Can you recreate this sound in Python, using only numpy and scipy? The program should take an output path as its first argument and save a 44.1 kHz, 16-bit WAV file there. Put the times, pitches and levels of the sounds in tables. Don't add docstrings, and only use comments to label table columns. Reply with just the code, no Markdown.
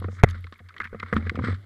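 import sys
import numpy as np
from scipy import signal
from scipy.io import wavfile
from scipy.ndimage import uniform_filter1d

SR = 44100
rng = np.random.default_rng(int(sys.argv[2]) if len(sys.argv) > 2 else 0)


def level_to_linear(level):
    exponent = np.asarray(level, float) / 20
    return 10 ** exponent


def inscribe(sig):
    pcm = np.round(np.clip(np.atleast_2d(sig).T, -1, 1) * 32767)
    wavfile.write(sys.argv[1], SR, pcm.astype(np.int16))


N = 72765

# start in seconds, level in dB, decay in dB per second (negative swells), pitch in Hz.
FLEX_KICKS = [(0, -29.5, 2, 93.4), (.022, -25, 124, 92.03), (0.158, -36.5, 24, 92.4),
              (0.259, -25, 113, 84.9), (0.387, -33.5, 142, 87.86), (0.607, -42, 122, 87.8),
              (0.813, -44.5, 45, 88.96), (0.939, -41, 103, 93.1), (1.026, -37, 111, 90.75),
              (1.131, -24.5, 67, 86.9), (1.199, -33.5, -19, 85.15), (1.311, -47, 200, 86.3),
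              (1.343, -33.5, -70.5, 88.8), (1.385, -27, 10, 84.7), (1.423, -32.5, 1, 113.3),
              (1.478, -24.5, 5.5, 92.3), (1.509, -26.5, 19, 90.8), (1.546, -31.5, 269, 94.5)]
# start in seconds, peak in dB, share of the upper modes in dB, twisting mode in Hz.
LUMP_THUMPS = [(0.018, -30.5, -5.5, 213), (0.043, -30.5, -3.5, 206), (0.082, -28.5, -6, 217.4),
               (0.127, -38.5, -11.5, 228), (0.348, -36, -14, 220.4), (0.445, -46, -8, 218),
               (0.523, -48, 3, 223), (0.603, -44.5, -3, 230), (0.8, -35, -5.5, 210),
               (0.851, -39.5, -10.5, 225), (0.928, -36, -2.5, 223.6), (0.945, -29, -4.5, 216),
               (0.998, -41.5, -6, 217), (1.03, -32.5, -13, 227), (1.127, -14.5, -8.5, 219.4),
               (1.164, -10.5, -22, 221.6), (1.223, -30.5, -14, 225), (1.264, -25, -11.5, 225),
               (1.316, -33, -6, 220), (1.346, -26.5, -15, 238), (1.373, -24, -9, 248.2),
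               (1.388, -19.5, -7.5, 240), (1.408, -21, -18, 253), (1.425, -38, -22, 215),
               (1.438, -20, -11, 224), (1.468, -21, -19.5, 241.8), (1.484, -22, -11, 241.2),
               (1.507, -27.5, -13.5, 228), (1.528, -33, -11, 227)]
# frequency in Hz, level in dB, 60 dB decay time in seconds.
DECK_LOW_MODES = [(39.4, -15.5, 0.11), (144, -0.5, 0.025), (268.5, -13.5, 0.13)]
# frequency in Hz, level in dB, 60 dB decay time in seconds.
DECK_UPPER_MODES = [(365, 7.5, 0.0087), (474, -2.5, 0.037), (699, -14, 0.052)]
# start in seconds, signed strength, crack in dB.
SLAM_CONTACTS = [
    (0.2311, 0.011, -18),
    (0.2357, -0.5, -4.5),
    (0.236, 0.81, -11),
    (0.2373, 0.81, -8.5),
    (0.2399, -0.26, -17),
    (0.2423, -0.6, -23),
    (0.2433, 0.42, -14),
]
# frequency in Hz, level in dB, 60 dB decay time in seconds.
SLAM_MODES = [(105, 5.5, 0.019), (39, -27.5, 0.5), (208, -3.5, 0.03), (217, -29.5, 0.36), (426, 4, 0.0053),
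              (670, -10, 0.01), (1100, -7, 0.0057)]
# start in seconds, peak in dB, pitch in Hz, treble in dB.
CRUMB_TICKS = [(0.0222, -30, 1100, -38), (0.0416, -27.5, 1100, -21), (0.0524, -41, 1320, -39.5),
               (0.0827, -33.5, 1300, -53), (0.1959, -42, 1250, -6), (0.2872, -30.5, 1950, -4.5),
               (.294, -48, 1910, 7), (0.3005, -42, 1530, -0.5), (0.3087, -46.5, 2250, 6),
               (0.3436, -35, 1380, -35), (0.4413, -33.5, 2170, -14), (0.4682, -34, 1239, -11),
               (0.5238, -35, 1187, -4.5), (.53, -40.5, 1320, -16), (0.5384, -42, 1780, -6.5),
               (0.5564, -42, 2090, -50), (0.5911, -36, 1900, -18), (.597, -44.5, 1670, -19.5),
               (0.6869, -35.5, 1760, -10.5), (.692, -38, 1500, -18.5), (0.7035, -40.5, 1340, -25),
               (0.7405, -38.5, 1800, -17.5), (0.7642, -28, 1370, -21), (.7675, -38.5, 1500, -16),
               (0.78, -32, 1890, -8), (0.8015, -11, 1250, -45), (.8065, -26, 1460, -40),
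               (.811, -24.5, 1300, -36.5), (0.8145, -34, 1500, -9), (.818, -21.5, 1660, -36),
               (0.8309, -28.5, 1240, -44), (0.8405, -26, 1650, -33), (.8435, -35.5, 1650, -7),
               (.8475, -26.5, 1600, -25), (0.853, -23, 1580, -41), (.859, -30, 1650, -30),
               (0.871, -29, 1710, -24)]
# start in seconds, peak in dB, pitch in Hz, treble
# in dB.
LATER_TICKS = [(0.9288, -36.5, 1240, -41), (.936, -40.5, 1350, -27), (0.9455, -32.5, 1120, -36),
               (0.998, -31, 1700, -5), (1.0008, -24.5, 2120, -18), (1.0258, -30, 1300, -27),
               (1.029, -17.5, 1200, -30), (1.033, -29, 1220, -17), (1.06, -34.5, 1170, -22),
               (1.1274, -10.5, 1420, -30), (1.1305, -22.5, 1200, -30), (1.1335, -12.5, 1220, -34),
               (1.156, -28.5, 1430, -33), (1.162, -31.5, 3230, -18), (1.1655, -11, 1270, -23),
               (1.17, -30.5, 1630, -13), (1.177, -25.5, 1800, -19), (1.183, -36, 1670, -14),
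               (1.2246, -33.5, 1920, -29), (1.2506, -40, 1200, -14.5), (1.263, -34.5, 2050, -27),
               (1.269, -23, 1680, -42), (1.273, -40, 1570, -30), (1.295, -13, 2024, -14),
               (1.2995, -24, 1820, -40), (1.3545, -25, 1200, -14), (1.359, -36, 1220, -8.5),
               (1.3635, -35.5, 2180, -20), (1.373, -40, 2080, -24), (1.389, -25, 1030, -42),
               (1.393, -24, 1140, -42), (1.4217, -30.5, 1270, -24), (1.4392, -23, 1240, -21),
               (1.46, -34, 1500, -12), (1.5274, -30.5, 1733, -51), (1.5798, -61, 1470, -18.5)]
# frequency in Hz, width in Hz, level in dB.
CASE_RESONANCES = [(1250, 493, 11.5), (1860, 680, 5), (2121, 280, 11.5), (3330, 1540, -10.5),
                   (4780, 3060, -22), (5740, 1800, -21.5), (7570, 900, -31), (11500, 2300, -36.5)]
# start in seconds,
# peak in dB.
CRACK_TREBLE = [
    (.2358, -23),
    (.2428, -33),
    (.287, -52),
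    (.3005, -52),
    (.3088, -38.5),
    (1.0005, -50.5),
    (1.2955, -52.5),
]
# start in seconds, peak in dB.
CRYSTAL_PRICKS = [(.0003, -48), (.2308, -47.5), (0.236, -31), (0.2427, -43), (0.2598, -66), (0.2865, -51.5),
                  (0.3004, -50), (0.309, -57), (0.385, -65.5), (0.4082, -60), (0.439, -64), (0.514, -68),
                  (0.5803, -63), (0.8137, -71), (0.841, -55), (0.8527, -60), (1.1653, -68), (1.354, -62)]
# time in seconds, scrape in dB, brightness in dB, rumble in dB.
BASE_SLIDE = [(0, -55.5, 15, -1), (.1, -63, 9, 1), (.15, -55, 9, -4), (.21, -43, -5, -9),
              (.26, -47, -4, 3.5), (.37, -51, 7, -5.5), (.43, -64, 13.5, -8), (.68, -63.5, 4, -4),
              (.8, -57.5, 4.5, 5.5), (.87, -67, 16, -1), (.91, -59.5, 0, -5.5), (1.1, -48, 3.5, -8.5),
              (1.18, -43.5, 2, 12), (1.22, -52.5, 5, 4), (1.42, -52.5, 8, -4.5), (1.45, -33.5, 3.5, -21),
              (1.54, -46, 6, -25.5), (1.58, -62.5, 12, 5.5)]
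# from in seconds, to in seconds.
EDGE_SINGS = [
    (1.08, 1.2),
    (1.438, 1.55),
]


def flex():
    rise_s, wobble_hz, wobble_db = 0.0092, 2.37, 2.4
    s, db, decay, hz = np.transpose(FLEX_KICKS)
    t = np.arange(N) / SR
    k = np.clip(np.searchsorted(s, t, "right") - 1, 0, None)
    start = level_to_linear(db[0])
    target = level_to_linear(db[k] - decay[k] * (t - s[k]))
    level = start + smooth(target - start, rise_s)
    level = level * level_to_linear(wobble_db * drift(22))
    phase = 2 * np.pi * np.cumsum(hz[k] + wobble_hz * drift(11.0)) / SR
    return np.sqrt(2) * level * np.sin(phase)


def thumps():
    push_s, crunch_s, crunch_db = 0.0013, 0.005, 10.5
    twist_db, twist_t60_s = 0.5, 0.12
    s, db, upper_db, twist_hz = np.transpose(LUMP_THUMPS)
    luck_db = rng.normal(0, 2, (len(s), 8))
    low = np.zeros(N)
    for k, (hz, level_db, t60) in enumerate(DECK_LOW_MODES):
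        hits = clicks(s, level_to_linear(db + level_db + luck_db[:, k]))
        low += (-1) ** k * ring(hits, hz, t60)
    for start, d, hz in zip(s, db, twist_hz):
        low += ring(clicks([start], level_to_linear(d + twist_db)), hz, twist_t60_s)
    q = np.exp(-1 / (crunch_s * SR))
    crushing = clicks(s, level_to_linear(db + upper_db + crunch_db))
    crunch = signal.lfilter([np.sqrt(1 - q * q)], [1, -q], crushing) * rng.standard_normal(N)
    upper = sum(level_to_linear(level_db) * ring(crunch, hz, t60) for hz, level_db, t60 in DECK_UPPER_MODES)
    return low_pass(level_to_linear(-6.5) * (2.2 * smooth(low, push_s) + upper), 690)


def slam():
    s, strength, crack_db = np.transpose(SLAM_CONTACTS)
    hits = clicks(s, strength)
    body = sum(level_to_linear(db) * ring(hits, hz, t60) for hz, db, t60 in SLAM_MODES)
    cracks = ticks([(start, db, 2000, -17) for start, db in zip(s, crack_db)], burst_s=0.00098)
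    return low_pass(body, 2500) + cracks


def ticks(rows, burst_s=0.0024):
    rise_s, spark_share, note_width_hz = 0.0008, 0.9, 430
    shortening = 0.16
    tone_db, case_db, spark_db = -5, -7, -0.5
    size = 2048
    out = np.zeros(N + SR)
    t = np.arange(size) / SR
    rise = 1 - np.exp(-t / rise_s)
    for (s, db, hz, treble_db), noise in zip(rows, rng.standard_normal((len(rows), size))):
        last = burst_s * level_to_linear(-shortening * (db + 19.5))
        burst = noise * rise * np.exp(-t / last)
        spark = noise * rise * np.exp(-t / (last * spark_share))
        solid = burst + 0.48 * level_to_linear(db + 44.5) * (t == t[20])
        tone = top_one(peak_twice(solid, hz, note_width_hz))
        panels = top_one(case(burst, 0))
        treble = top_one(case(spark) - case(spark, 0))
        i = int(s * SR)
        mixed = level_to_linear(tone_db) * tone + level_to_linear(case_db) * panels + level_to_linear(treble_db + spark_db) * treble
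        out[i:i + size] += level_to_linear(db) * mixed
    return out[:N]


def thin_click():
    return band(clicks([1.1425], level_to_linear(-29)), 1500, 11700)


def ice_bursts(rows, hz, width):
    s, db = np.transpose(rows)
    q = np.exp(-1 / (0.0014 * SR))
    burst = signal.lfilter([1], [1, -q], clicks(s, level_to_linear(db + 8))) * rng.standard_normal(N)
    return peak_twice(burst, hz, width)


def slide():
    grains_per_s, grain_spread_db, patch_db = 5000, 3, 2.5
    db, bright_db, rumble_db = in_time(BASE_SLIDE)
    t = np.arange(N) / SR
    sizes = level_to_linear(grain_spread_db * np.minimum(rng.exponential(1, N), 5)) * rng.choice([-1, 1], N)
    grains = sizes * (rng.random(N) < grains_per_s / SR) * level_to_linear(patch_db * drift(48))
    scrape = sealed(case(grains, level_to_linear(bright_db))) / np.std(case(grains))
    loaded = sum((t > a) * (t < b) * 1.0 for a, b in EDGE_SINGS)
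    sing = rms_one(peak_twice(grains, 7850, 700)) * uniform_filter1d(loaded, size=500)
    rumble = rms_one(band(rng.standard_normal(N) * level_to_linear(2.8 * drift(25)), 130, 480))
    return level_to_linear(db) * (scrape + level_to_linear(-4.5 + rumble_db) * rumble + level_to_linear(-31) * sing)


def spray():
    middle_s, spread_s = 0.145, 0.028
    t = np.arange(N) / SR
    puff = np.exp(-0.5 * ((t - middle_s) / spread_s) ** 2)
    return level_to_linear(-64) * noise_band(4920, 7650) * puff


def sway():
    scrape_db = in_time(BASE_SLIDE)[0]
    return level_to_linear(-88 + 0.6 * (scrape_db + 34.5)) * noise_band(29, 55.5)


def hiss():
    return level_to_linear(-77.5) * noise_band(2500, 14500)


def case(x, treble=1):
    rings = [(-1) ** k * level_to_linear(db) * peak_twice(x, hz, width)
             for k, (hz, width, db) in enumerate(CASE_RESONANCES)]
    return sum(rings[:3]) + treble * sum(rings[3:])


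def sealed(x):
    return signal.sosfilt(signal.butter(3, [980, 11000], "band", fs=SR, output="sos"), x)


def ring(x, hz, t60):
    r, w = level_to_linear(-60 / (t60 * SR)), 2 * np.pi * hz / SR
    return signal.lfilter([0, np.sin(w)], [1, -2 * r * np.cos(w), r * r], x + 1e-18)


def peak(x, hz, width):
    r = np.exp(-np.pi * width / SR)
    poles = [1, -2 * r * np.cos(2 * np.pi * hz / SR), r * r]
    return signal.lfilter([(1 - r * r) / 2, 0, (r * r - 1) / 2], poles, x + 1e-18)


def peak_twice(x, hz, width):
    return peak(peak(x, hz, width), hz, width)


def band(x, low_hz, high_hz):
    return signal.sosfilt(signal.butter(2, [low_hz, high_hz], "band", fs=SR, output="sos"), x)


def noise_band(low_hz, high_hz):
    return rms_one(band(rng.standard_normal(N), low_hz, high_hz))


def low_pass(x, hz):
    return signal.sosfilt(signal.butter(2, hz, fs=SR, output="sos"), x)


def smooth(x, seconds):
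    r = np.exp(-1 / (seconds * SR))
    return signal.lfilter([1 - r], [1, -r], x)


def drift(rate):
    r = np.exp(-2 * np.pi * rate / SR)
    return rms_one(signal.lfilter([1], [1, -2 * r, r * r], rng.standard_normal(N + SR))[SR:])


def clicks(s, strength):
    out = np.zeros(N)
    np.add.at(out, (np.asarray(s) * SR).astype(int), strength)
    return out


def in_time(rows):
    s, *columns = np.transpose(rows)
    return [np.interp(np.arange(N) / SR, s, c) for c in columns]


def rms_one(x):
    return x / np.sqrt(np.mean(x ** 2) + 1e-20)


def top_one(x):
    return x / np.abs(x).max()


def scene():
    slam_s, lead_s, dip_db = 0.2305, 0.009, -20
    t = np.arange(N) / SR
    dipped = np.minimum(t - slam_s + lead_s, slam_s + 0.0008 - t) / 0.00096
    dip = level_to_linear(dip_db * np.clip(dipped, 0, 1))
    board = flex() + thumps() + slide() + spray() + sway() + hiss()
    knocks = sealed(ticks(CRUMB_TICKS) + ticks(LATER_TICKS)) + thin_click()
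    ice = ice_bursts(CRACK_TREBLE, 5500, 2900) + ice_bursts(CRYSTAL_PRICKS, 11300, 3200)
    return (board * dip + slam() + knocks + ice)[None]


def top_cut(x):
    return signal.sosfilt(signal.butter(12, 15900, fs=SR, output="sos"), x)


def record(dry):
    rounded = low_pass(np.clip(dry, -1, 1), 13500)
    return top_cut(np.clip(rounded, -1, 1))


dry = scene()
out = record(dry)
inscribe(out)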